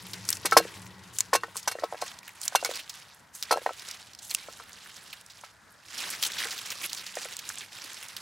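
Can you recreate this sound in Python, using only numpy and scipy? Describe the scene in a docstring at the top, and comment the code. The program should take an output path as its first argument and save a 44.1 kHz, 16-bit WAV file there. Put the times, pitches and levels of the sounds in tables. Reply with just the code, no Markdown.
"""In a garden, scissors snip through a bundle of fresh bulbs held over a thin metal tray.
Snapping fibres are short coloured noise bursts; rustling is flickering band noise with crackles in it.
Cut pieces land as damped thumps that ring the tray's modes; around some landings the tray also buzzes.
Quiet outdoor air is steady band noise; a low drone, noise in resonances, fades early and faintly returns."""
import sys
import numpy as np
from scipy import signal
from scipy.io import wavfile

SR = 44100
rng = np.random.default_rng(int(sys.argv[2]) if len(sys.argv) > 2 else 0)


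def inscribe(sig):
    """Save sig as 16-bit PCM at rate SR to the path in sys.argv[1].

    A 1-D sig is mono; a 2-D sig holds one channel per row.
    Samples are clipped to [-1, 1] before scaling.
    """
    pcm = np.round(np.clip(np.atleast_2d(sig).T, -1, 1) * 32767)
    wavfile.write(sys.argv[1], SR, pcm.astype(np.int16))


N = 362061  # length [samples]


def amp(db):
    """Decibel law: a level in dB becomes an amplitude gain."""
    return 10 ** (np.asarray(db) / 20)


def rms_one(x):
    """Power normalisation: scale to an rms of 1."""
    return x / np.sqrt(np.mean(x ** 2) + 1e-20)


def in_time(rows):
    """Linear interpolation: the columns of a curve table at every sample."""
    s, *columns = np.transpose(rows)
    return [np.interp(np.arange(N) / SR, s, column) for column in columns]


def at_hz(points, hz):
    """Interpolation along pitch: read a spectrum on a log-frequency axis."""
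    point_hz, value = np.array(points).T
    return np.interp(np.log(hz), np.log(point_hz), value)


def drift(rate):
    """Low-passed chance: a slow random curve with an rms of 1."""
    step = 20  # drawn once in so many samples
    r = np.exp(-2 * np.pi * step * rate / SR)
    white = rng.standard_normal(N // step + 2002)
    slow = signal.lfilter([1], [1, -2 * r, r * r], white)[2000:]  # without the filter's start
    return np.interp(np.arange(N) / step, np.arange(len(slow)), rms_one(slow))


def resonance(x, hz, width_hz):
    """Simple resonator: a two-pole band-pass with gain 1 on top."""
    r = np.exp(-np.pi * width_hz / SR)
    return signal.lfilter(np.array([1, 0, -1]) * (1 - r * r) / 2,
                          [1, -2 * r * np.cos(2 * np.pi * hz / SR), r * r], x)


def butter(x, order, hz, kind):
    """Butterworth filtering: a maximally flat pass band."""
    return signal.sosfilt(signal.butter(order, hz, kind, fs=SR, output="sos"), x)


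def add(out, s, piece):
    """Superposition: mix a short sound in at s seconds."""
    i = round(s * SR)
    out[i:i + len(piece)] += piece[:N - i]


# likeness of the left and right channels of noise: (frequency [Hz], correlation [1 = alike])
LEFT_RIGHT_LIKENESS = [(60, 1), (290, 0.6), (1400, 0.86), (6800, 0.89), (15000, 0.96)]


def bands(whites, spectrum, patchy_db, rate, low_hz):
    """Subband synthesis: half-octave noise bands, each with its own level and flicker; (centre Hz, stereo)."""
    edges = low_hz * 2 ** np.arange(0, np.log2(18000 / low_hz), .5)
    together = drift(rate)  # flicker that all bands share
    for k, (low, high) in enumerate(zip(edges, edges[1:])):
        # neighbouring bands take different noise
        mid, side = butter(whites[k % 2], 2, [low, high], "band")
        hz = np.sqrt(low * high)
        alike = np.clip(at_hz(LEFT_RIGHT_LIKENESS, hz), 0, 1)
        gain = amp(at_hz(spectrum, hz) + patchy_db * (0.86 * together + drift(rate)))
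        yield hz, gain * (np.sqrt(1 + alike) * mid + np.sqrt(1 - alike) * side * [[1], [-1]])


# course of the far drone: (time [s], low hum [dB], upper part [dB])
DRONE_LEVELS = [(0, -52, -58), (.8, -50.5, -54), (1.3, -58, -64), (1.9, -66.5, -56), (3.2, -75.5, -65),
                (5.8, -74.5, -69.5), (6.1, -62.5, -65), (8.21, -72, -63)]
# its resonances, the last two forming the upper part: (frequency [Hz], width [Hz], level [dB])
DRONE_RESONANCES = [(108, 32, -0.5), (185.5, 18, 0.5), (1060, 57, -22), (187, 260, -12), (900, 220, -11),
                    (1920, 140, -13)]


def drone():
    """Resonance of noise: a few peaks colour a far drone whose low hum and upper part fade apart."""
    hum_db, upper_db = in_time(DRONE_LEVELS)
    mid, side = rng.standard_normal((2, N))
    noise = mid + 0.18 * side * [[1], [-1]]
    parts = [amp(db) * resonance(resonance(noise, hz, width), hz, 2 * width)
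             for hz, width, db in DRONE_RESONANCES]
    hum, upper = rms_one(sum(parts[:-2])), rms_one(sum(parts[-2:]))
    return (amp(hum_db) * hum + amp(upper_db) * upper) * amp([[.8], [-.8]])  # a little to the left


AIR_DB = -59.5  # rms level
# spectrum of the outdoor air: (frequency [Hz], density [dB per Hz])
AIR_SPECTRUM = [(30, -26.5), (55, -12), (100, -7), (215, -10), (320, -17.5), (700, -13), (1000, -14.5),
                (1500, -9), (2700, -26), (6000, -25.5), (16000, -36.5)]


def air():
    """Broadband noise: the steady outdoor background, weighted by its spectrum."""
    whites = rng.standard_normal((2, 2, N))
    noise = sum(band for hz, band in bands(whites, AIR_SPECTRUM, patchy_db=1.5, rate=2.5, low_hz=27.26))
    return amp(AIR_DB) * rms_one(noise) * amp([[.5], [-.5]])  # a little to the left


TRAIL_RISE_S = 0.0054  # time constant


def trail(rows, level_db, t60):
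    """Exponential decay of energy: power that swells and dies after each event."""
    kicks = np.zeros(N)
    for s, peak_db, *rest in rows:
        kicks[round(s * SR)] += amp(2 * (peak_db + level_db))
    fall, rise = amp(-120 / (t60 * SR)), np.exp(-1 / (TRAIL_RISE_S * SR))
    return signal.lfilter([1 - rise], np.poly([fall, rise]), kicks + 1e-18)


TREBLE_DB = -4.5  # grip rustle above 6 kHz against the rest
SHEAR_EDGE_S, SHEAR_DULL_DB = 0.023, -4  # fade at both ends; part from 2.5 to 6 kHz
# pieces slide on after a knock: level against the knock's, decay, part above 6 kHz
SETTLE_DB, SETTLE_T60_S, SETTLE_TREBLE_DB = -35, 0.1, -4
# stems spring back after a snap: level against the snap's, decay, part above 6 kHz, part under 2.5 kHz
STIR_DB, STIR_T60_S, STIR_TREBLE_DB, STIR_BASS_DB = -22, 0.08, -4.5, 5
STIR_FULL_S = 0.036  # snaps with a shorter t60 stir less
# how much the bundle moves in the hand: (time [s], rustle level [dB])
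GRIP_LEVELS = [(0, -50), (.4, -50.5), (.6, -44), (.95, -58), (1.25, -57), (1.97, -54.5), (2.07, -42.5),
               (2.2, -59.5), (2.5, -50.5), (2.75, -40.5), (2.84, -56), (2.95, -49), (3.3, -69.5),
               (3.48, -48), (3.6, -54), (3.89, -45), (4.17, -61.5), (4.4, -47), (4.66, -53.5), (5.09, -51),
               (5.25, -59), (5.45, -54), (5.6, -71.5), (5.8, -63.5), (5.93, -46), (6.04, -34.5), (6.2, -44),
               (6.41, -37.5), (6.61, -43.5), (6.8, -42.5), (6.855, -35), (6.875, -48.5), (6.99, -42),
               (7.13, -48.5), (7.2, -42), (7.4, -49.5), (7.6, -41), (7.645, -47), (7.66, -57), (7.7, -53.5),
               (7.81, -44), (8.21, -51.5)]
# the blades close on the stems and shear their skins: (start [s], end [s], hiss level [dB])
BLADE_SHEARS = [(0.274, 0.364, -45), (1.137, 1.187, -46.5), (1.195, 1.203, -36), (1.549, 1.607, -44),
                (2.419, 2.464, -42), (3.341, 3.453, -50), (4.221, 4.375, -46.5), (6.218, 6.28, -33)]


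def rustle_power():
    """Addition of incoherent powers: grip, shear, settling and springing under 2.5, up to 6, above 6 kHz."""
    t = np.arange(N) / SR
    grip = amp(2 * in_time(GRIP_LEVELS)[0])
    shear = 0
    for start, end, db in BLADE_SHEARS:
        fade = np.clip(np.minimum(t - start, end - t) / SHEAR_EDGE_S + .5, 0, 1)
        shear = shear + amp(2 * db) * fade ** 2
    pulls = [(s, db + 40 * np.log10(min(t60 / STIR_FULL_S, 1))) for s, db, hz, t60 in FIBRE_SNAPS]
    settle = trail(LANDINGS, SETTLE_DB, SETTLE_T60_S)
    stir = trail(pulls, STIR_DB, STIR_T60_S)
    low = grip + settle + amp(2 * STIR_BASS_DB) * stir
    middle = grip + amp(2 * SHEAR_DULL_DB) * shear + settle + stir
    high = (amp(2 * TREBLE_DB) * grip + shear
            + amp(2 * SETTLE_TREBLE_DB) * settle + amp(2 * STIR_TREBLE_DB) * stir)
    return low, middle, high


# spectrum of the rubbing skins: (frequency [Hz], density [dB per Hz])
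SKIN_SPECTRUM = [(300, -13), (700, -10.5), (1400, -4.5), (2200, -3), (3700, -3.5), (5200, -4.5),
                 (9600, -11.5), (16000, -25)]


def rustle(grains_per_s, grain_db, spread_db):
    """Friction noise: dry skins rub in flickering patches, with tiny crackles of uneven size."""
    low, middle, high = rustle_power()
    sizes = amp(grain_db + spread_db * np.minimum(rng.exponential(1, (2, 1, N)), 2.5))
    born = rng.random((2, 1, N)) < grains_per_s / SR
    whites = rng.standard_normal((2, 2, N))
    # a crackle swells and fades in 2 ms
    whites *= 1 + signal.lfilter([.1], np.poly([.96, .96]), sizes * born)
    dull, plain, bright = 0, 0, 0
    for hz, band in bands(whites, SKIN_SPECTRUM, patchy_db=2.2, rate=35.0, low_hz=180):
        if hz < 6000:
            dull = dull + band * np.sqrt(low if hz < 2500 else middle)
            plain = plain + band  # reference for the level
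        else:
            bright = bright + band
    return dull / np.sqrt(np.mean(plain ** 2)) + np.sqrt(high) * rms_one(bright)


def crackles(per_s, level_db, cycles, clump_db):
    """Random impulse process: skins crack under the grip in clumps of uneven clicks whose colour wanders."""
    sizes = amp(5 * np.minimum(rng.exponential(1, N), 3.2)) * rng.choice([-1, 1], N)
    born = rng.random(N) < per_s * amp(clump_db * drift(14.0)) / SR
    clicks = sizes * born
    pitches = np.geomspace(1400, 11000, 12)  # Hz
    dealt = np.clip(np.round(5 + 2.5 * drift(9.0) + rng.normal(0, 1.5, N)), 0, 11)  # pitch number
    out = 0
    for k, hz in enumerate(pitches):
        width = hz / cycles
        out = out + resonance(resonance(clicks * (dealt == k) + 1e-18, hz, width), hz, width)
    return amp(level_db + in_time(GRIP_LEVELS)[0]) * rms_one(out)


# fibres and skins snap: (time [s], peak level before the high-pass [dB], brightest frequency [Hz], t60 [s])
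FIBRE_SNAPS = [(0.1334, -22.5, 4080, 0.035), (0.2517, -27, 5100, 0.013), (0.2893, -9, 6200, 0.02),
               (0.3036, -8.5, 8700, 0.017), (0.3275, -12.5, 4730, 0.017), (0.369, -29, 6160, 0.02),
               (0.5117, -20, 4930, 0.026), (1.186, -11.5, 7400, 0.018), (1.2057, -4.5, 6000, 0.014),
               (1.5684, -15, 6940, 0.0046), (1.572, -22, 6150, 0.05), (1.6286, -31, 4900, 0.021),
               (1.794, -34.5, 4500, 0.037), (1.8386, -27.5, 3900, 0.027), (2.188, -31, 5230, .008),
               (2.23, -36, 1680, 0.01), (2.2777, -29.5, 1680, 0.025), (2.291, -33, 1700, 0.016),
               (2.415, -20, 6960, 0.011), (2.4457, -32, 9200, 0.025), (2.453, -21, 9250, 0.046),
               (2.4794, -9.5, 5700, 0.011), (2.647, -13.5, 5000, 0.034), (2.658, -23.5, 5150, 0.02),
               (2.6967, -33, 4910, 0.014), (2.737, -27, 3380, 0.014), (2.756, -24, 5470, 0.022),
               (2.795, -31, 2740, 0.053), (2.8942, -25, 4580, 0.041), (3.3484, -32, 9260, 0.073),
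               (3.4257, -13.5, 3890, 0.011), (3.4322, -20, 4020, 0.023), (3.795, -28.5, 4200, 0.013),
               (3.886, -25, 4950, 0.022), (3.911, -23.5, 4900, 0.022), (4.1333, -34, 4460, .012),
               (4.149, -32.5, 4460, 0.0087), (4.188, -33.5, 4670, 0.029), (4.295, -30, 5050, 0.044),
               (4.3063, -19, 7500, 0.029), (4.348, -14, 2300, 0.0088), (4.34, -28, 9000, .02),
               (4.311, -19.5, 3180, 0.025), (4.3479, -9, 6600, 0.01), (4.637, -39, 1530, 0.013),
               (4.693, -34.5, 1550, .015), (4.73, -33, 5200, 0.011), (4.9635, -35, 4900, 0.017),
               (5.128, -26.5, 2750, 0.046), (5.2107, -38, 8010, 0.0082), (5.2625, -38, 6540, .01),
               (5.2985, -36.5, 4100, 0.072), (5.4112, -38.5, 6850, 0.017), (5.9773, -25.5, 4920, 0.054),
               (6.101, -24, 8330, 0.07), (6.2263, -12.5, 3570, 0.026), (6.2352, -10.5, 3550, 0.03),
               (6.249, -17, 3300, 0.056), (6.264, -24, 3300, 0.047), (6.3183, -22, 3870, 0.023),
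               (6.3829, -22, 3340, 0.22), (6.453, -31, 6860, 0.022), (6.506, -24, 4530, 0.14),
               (6.5792, -22.5, 3680, 0.011), (6.588, -24, 3350, .025), (6.658, -29.5, 5030, .05),
               (6.703, -20, 4700, 0.032), (6.716, -24.5, 2650, 0.063), (6.8357, -28, 3300, 0.037),
               (6.894, -26.5, 4070, 0.057), (6.931, -15.5, 5100, 0.0057), (6.948, -23, 5010, 0.015),
               (6.972, -29, 3960, 0.084), (7.063, -27, 4650, 0.056), (7.213, -32, 5540, 0.13),
               (7.286, -28.5, 1800, 0.014), (7.153, -25.5, 5650, 0.034), (7.335, -33, 4470, 0.016),
               (7.3671, -21, 6000, 0.011), (7.39, -24.5, 4660, 0.033), (7.4906, -18, 6600, 0.02),
               (8.026, -29, 2050, 0.036), (8.084, -30, 6300, 0.013), (8.1655, -22.5, 3380, 0.031)]


def snaps(broad, low_hz, rise_s):
    """Sudden release of strain: a noise burst brightest around its own pitch, slower in rise if weak."""
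    out, t = np.zeros(N), np.arange(3000) / SR
    noise = rng.standard_normal((len(FIBRE_SNAPS), len(t)))
    for (s, peak_db, hz, t60), burst in zip(FIBRE_SNAPS, noise):
        weak = np.clip((-22.0 - peak_db) / 12, 0, 1)
        rise = 0.000091 + (rise_s + 0.041 * t60) * weak  # weak ones, above all long ones, tear slowly
        burst = burst * amp(-60 * t / t60) * (1 - np.exp(-t / rise))
        narrow = max(weak, min(t60 / 0.26, 1))  # weak and long ones sound narrower
        peaked = resonance(resonance(burst, hz, 1.1 * hz), hz, hz)
        coloured = peaked + broad * (1 - .5 * narrow) * burst
        add(out, s, amp(peak_db) * coloured / np.abs(coloured).max())
    return butter(out, 2, low_hz, "high")


# reflections from ground and leaves: (delay [s], level [dB])
REFLECTIONS = [(.004, -17), (.011, -28)]


def surroundings(x):
    """Early reflection: a few dull echoes, slightly later on the right than on the left."""
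    dull = signal.lfilter([.6], [1, -.4], x)
    out = np.zeros((2, N))
    for s, level_db in REFLECTIONS:
        add(out[0], s, amp(level_db) * dull)
        add(out[1], s * 1.012, amp(level_db) * dull)
    return out


# modes of the unloaded tray: (frequency [Hz], level [dB], t60 [s])
TRAY_MODES = list(zip( [327, 466, 600, 797, 1080, 1320, 1542, 1858, 2230, 2662, 2762, 3685, 4203, 4517, 5198, 6070, 6960, 7805, 8800, 9315],
              [-14.5, -6, -3.5, -6, -8.5, -6, -5.5, -4.5, -11.5, -21, -21.5, -20.5, -11.5, -11.5, -7.5, -8, -20.5, -15, -6, -8],
              [0.2, 0.09, 0.0222, 0.05, 0.079, 0.093, 0.085, 0.041, 0.074, 0.12, 0.17, 0.09, 0.09, 0.021, 0.0298, .04, 0.061, 0.038, 0.03, 0.05]))


def tray(force):
    """Modal superposition: the tray's modes ring as damped oscillators, each driven by one row of force."""
    out = 0
    for row, (hz, level_db, t60) in zip(force, TRAY_MODES):
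        r, w = amp(-60 / (t60 * SR)), 2 * np.pi * hz / SR
        out = out + signal.lfilter([0, amp(level_db) * np.sin(w)],
                                   [1, -2 * r * np.cos(w), r * r], row + 1e-18)
    return out


# second touch of a landed piece: mean delay, mean level, share of the thump's pitch
ROCK_S, ROCK_DB, ROCK_PITCH = .008, -12, 0.8
# later landings find pieces in the tray, which shorten its ring to this share
LOADED_S, LOADED_RING = 1.5, 0.83
DETUNE, RING_SPREAD = 0.024, 0.26  # each landing bends the modes and alters their decay by chance
# a piece lands or bounces: (time of the thump envelope's top [s], envelope level [dB], thump frequency [Hz],
# strongest ring frequency [Hz], ring drive against the thump before the common ring gain [dB])
LANDINGS = [(0.4505, -23.5, 342, 1170, -4), (0.5219, -16.5, 1170, 1290, 1), (0.5675, -3.5, 785, 1060, -6),
            (0.5705, -21, 480, 466, 5.5), (0.603, -18, 615, 1080.0, -40), (0.653, -28, 455, 1320.0, -29),
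            (1.3314, -14, 880, 1080.0, -4.5), (1.351, -12, 790, 1080.0, -10.5),
            (1.4351, -18.5, 1180, 1860, -11.5), (1.557, -30, 1200, 1100.0, -10),
            (1.6761, -17.5, 880, 1500, -13.5), (1.483, -41, 600, 1080, -11), (1.715, -33, 735, 1360.0, -30),
            (1.754, -27.5, 586, 600.0, -11.5), (1.787, -30.5, 510, 1870.0, -8),
            (1.8237, -34, 633, 600.0, -6), (1.8363, -17.5, 624, 1090, -11.5),
            (1.8395, -18, 704, 1090.0, -34), (1.926, -22.5, 770, 600.0, -16), (1.945, -28, 736, 610, -11),
            (2.0242, -18.5, 750, 1060.0, -14), (2.5242, -33, 760, 1500, -12), (2.551, -7, 885, 1090.0, -22),
            (2.628, -21.5, 670, 820.0, -16), (2.6475, -24, 2190, 2230, -2.5), (2.6573, -29, 1140, 2230, -7),
            (2.693, -23.5, 550, 1920.0, -37), (2.7128, -32.5, 814, 600, -5), (3.51, -12.5, 900, 1330.0, -8),
            (3.525, -10, 814, 1320.0, -18.5), (3.5394, -17.5, 780, 1310.0, -15.5),
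            (3.5598, -22.5, 550, 780.0, -17), (3.5735, -18, 785, 600.0, -19.5), (3.584, -34, 520, 600, -8),
            (3.6173, -37, 520.0, 2110, -9), (3.663, -12, 800, 1860, -15.5),
            (3.6923, -22.5, 880, 1320.0, -12.5), (3.708, -27.5, 634, 1320.0, -35),
            (4.4858, -31.5, 595, 1320.0, -13), (4.5999, -31, 1250, 1330.0, -12.5),
            (4.8627, -37.5, 1574, 1260, -31), (5.437, -34, 912, 1360, -10.5), (6.42, -22, 1820, 1980, -24),
            (6.438, -22.5, 2100, 1980.0, -27), (6.455, -26, 1680, 1980, -10), (6.471, -32, 1480, 1540, -22),
            (7.171, -23.0, 620, 1860, -13.5), (7.256, -32, 580, 1680, -10.5),
            (7.502, -26.5, 1590, 1410.0, -41)]


def knocks(rise_cycles, reach_octaves, far_db, whole_db, loaded_db, tick_db, soft_hz, small_hz):
    """Soft impact: a short thump with a faint tick, and modes ringing most near the listed ring frequency."""
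    thumps, rings = np.zeros(N), np.zeros(N)
    t, long = np.arange(1500) / SR, np.arange(9000) / SR
    luck = rng.standard_normal((len(LANDINGS), 3, len(TRAY_MODES), 1))
    skins = rng.standard_normal((len(LANDINGS), len(t)))
    mode_hz, mode_db, mode_t60 = np.transpose(TRAY_MODES)[:, :, None]
    swing = (-1) ** np.arange(len(TRAY_MODES))  # neighbouring modes start in opposite directions
    for (s, peak_db, hz, ring_hz, ring_db), (uneven, bend, damp), skin in zip(LANDINGS, luck, skins):
        rise = rise_cycles / hz + 0.00042
        squash = (t / rise * np.exp(1 - t / rise)) ** 2  # the flesh squashes and springs back
        thump = squash * np.sin(2 * np.pi * hz * (t - rise))
        tick = amp(tick_db - 60 * t / 0.042) * resonance(skin, 2 * hz, 2 * hz)
        add(thumps, s - rise, amp(peak_db) * (thump + tick))

        # it rocks over and touches again, duller
        rock = squash * np.sin(2 * np.pi * ROCK_PITCH * hz * (t - rise))
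        rock_delay = ROCK_S * (1 + .15 * np.clip(bend[0, 0], -2, 2))
        add(thumps, s - rise + rock_delay, amp(peak_db + ROCK_DB + 2 * damp[0, 0]) * rock)

        near_db = np.maximum(-6 * (np.log2(mode_hz / ring_hz) / reach_octaves) ** 2, far_db)
        loaded = s > LOADED_S
        near_db[mode_hz < 400] = loaded_db if loaded else whole_db  # the whole tray flexes wherever hit
        loose = np.clip(-near_db / 4, .2, 1)  # far modes vary most
        t60 = mode_t60 * (LOADED_RING if loaded else 1) * np.exp(RING_SPREAD * damp * loose)
        level = amp(peak_db + ring_db + mode_db + near_db + 3 * uneven * loose - 60 * long / t60)
        bent_hz = mode_hz * (1 + DETUNE * bend * loose)
        add(rings, s, swing @ (level * np.sin(2 * np.pi * bent_hz * long)))
    blunt = butter(rings, 2, soft_hz, "low")
    # a small tray radiates no deep bass
    return butter(thumps + amp(10.0) * blunt, 4, small_hz, "high")


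BUZZ_SWELL_S, BUZZ_T60_S = .0055, 0.049
# spectrum of the buzzing hiss: (frequency [Hz], density [dB per Hz])
BUZZ_SPECTRUM = [(600, -2.5), (1500, -5), (3000, -9), (5500, -3), (9000, -11.5), (16000, -8)]
# the tray buzzes around a landing, often from just before its top:
# (start [s], drive level [dB], strongest ring frequency [Hz])
TRAY_BUZZES = [(0.4526, -6, 5600), (0.5213, -14, 4200), (0.5678, 1.5, 5200), (0.579, -12, 4220),
               (1.3309, -4.5, 5200), (1.349, -7, 2700), (1.6742, -6.5, 6070), (1.711, -17.5, 2700),
               (2.012, -20, 4170), (2.55, -4.5, 2770), (2.655, -19.5, 2240), (3.509, -8.5, 4200),
               (3.522, -15.5, 2700)]


def buzzes(modes_db, focus_db, low_hz):
    """Contact chatter: loose pieces and grit on the shaken tray hiss in a burst and ring its high modes."""
    count = len(TRAY_MODES)
    shake, force, t = np.zeros(N), np.zeros((count, N)), np.arange(6000) / SR
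    when = rng.uniform(.4, 1.6, (len(TRAY_BUZZES), count))
    luck = rng.normal(0, 3, (len(TRAY_BUZZES), count))
    mode_hz = np.array(TRAY_MODES)[:, 0]
    for (s, peak_db, ring_hz), late, uneven in zip(TRAY_BUZZES, when, luck):
        swell = 1 - np.exp(-(t / BUZZ_SWELL_S) ** 2)
        add(shake, s, amp(peak_db - 60 * t / BUZZ_T60_S) * swell)
        near_db = focus_db * np.exp(-(np.log2(mode_hz / ring_hz) / .12) ** 2)
        kick_at = ((s + BUZZ_SWELL_S * late) * SR).astype(int)
        force[np.arange(count), kick_at] += amp(peak_db + modes_db + near_db + uneven)
    whites = np.zeros((2, 2, N))
    whites[:, 0] = rng.standard_normal((2, N))  # no side part: the hiss is mono
    chatter = bands(whites, BUZZ_SPECTRUM, patchy_db=2.0, rate=120.0, low_hz=400)
    hiss = rms_one(sum(band[0] for hz, band in chatter))
    rung = butter(tray(force), 4, low_hz, "high")
    return 0.54 * shake * hiss + rung


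# where the hand works: (time [s], left minus right [dB])
HAND_PLACE = [(0, 1), (1.3, 2), (2.1, -1.5), (3, -2), (3.4, -1.5), (4, -2), (6, -3), (6.25, 1), (6.45, -2),
              (8.21, -2.5)]


def scene():
    """Superposition of sources: tray in the middle, hand sounds where the hand is, background around."""
    pan_db, = in_time(HAND_PLACE)
    side = amp(pan_db / 2 * np.array([[1], [-1]]))
    background = drone() + air()
    rubbing = rustle(grains_per_s=120.0, grain_db=-1.0, spread_db=2.5)
    cracking = crackles(per_s=220.0, level_db=-5.5, cycles=2.4, clump_db=4.5)
    cuts = snaps(broad=0.35, low_hz=1410, rise_s=0.00091)
    hand = (cuts + rubbing + cracking) * side
    metal = knocks(rise_cycles=0.64, reach_octaves=0.14, far_db=-12.0, whole_db=-16.0, loaded_db=-20.5,
                   tick_db=-12.5, soft_hz=2700, small_hz=314)
    metal += buzzes(modes_db=-15.5, focus_db=8.0, low_hz=1940)
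    return metal + hand + surroundings(metal + cuts) + background


CUTOFF_HZ = 16900  # start of the stop band


def record(dry):
    """Saturation and band limiting: the highest peaks are rounded, deep bass and the top are cut."""
    rounded = dry / (1 + np.abs(dry / .95) ** 10) ** .1
    thin = butter(rounded, 2, 35, "high")
    return signal.sosfilt(signal.cheby2(16, 85, CUTOFF_HZ, fs=SR, output="sos"), thin)


dry = scene()
out = record(dry)
inscribe(out)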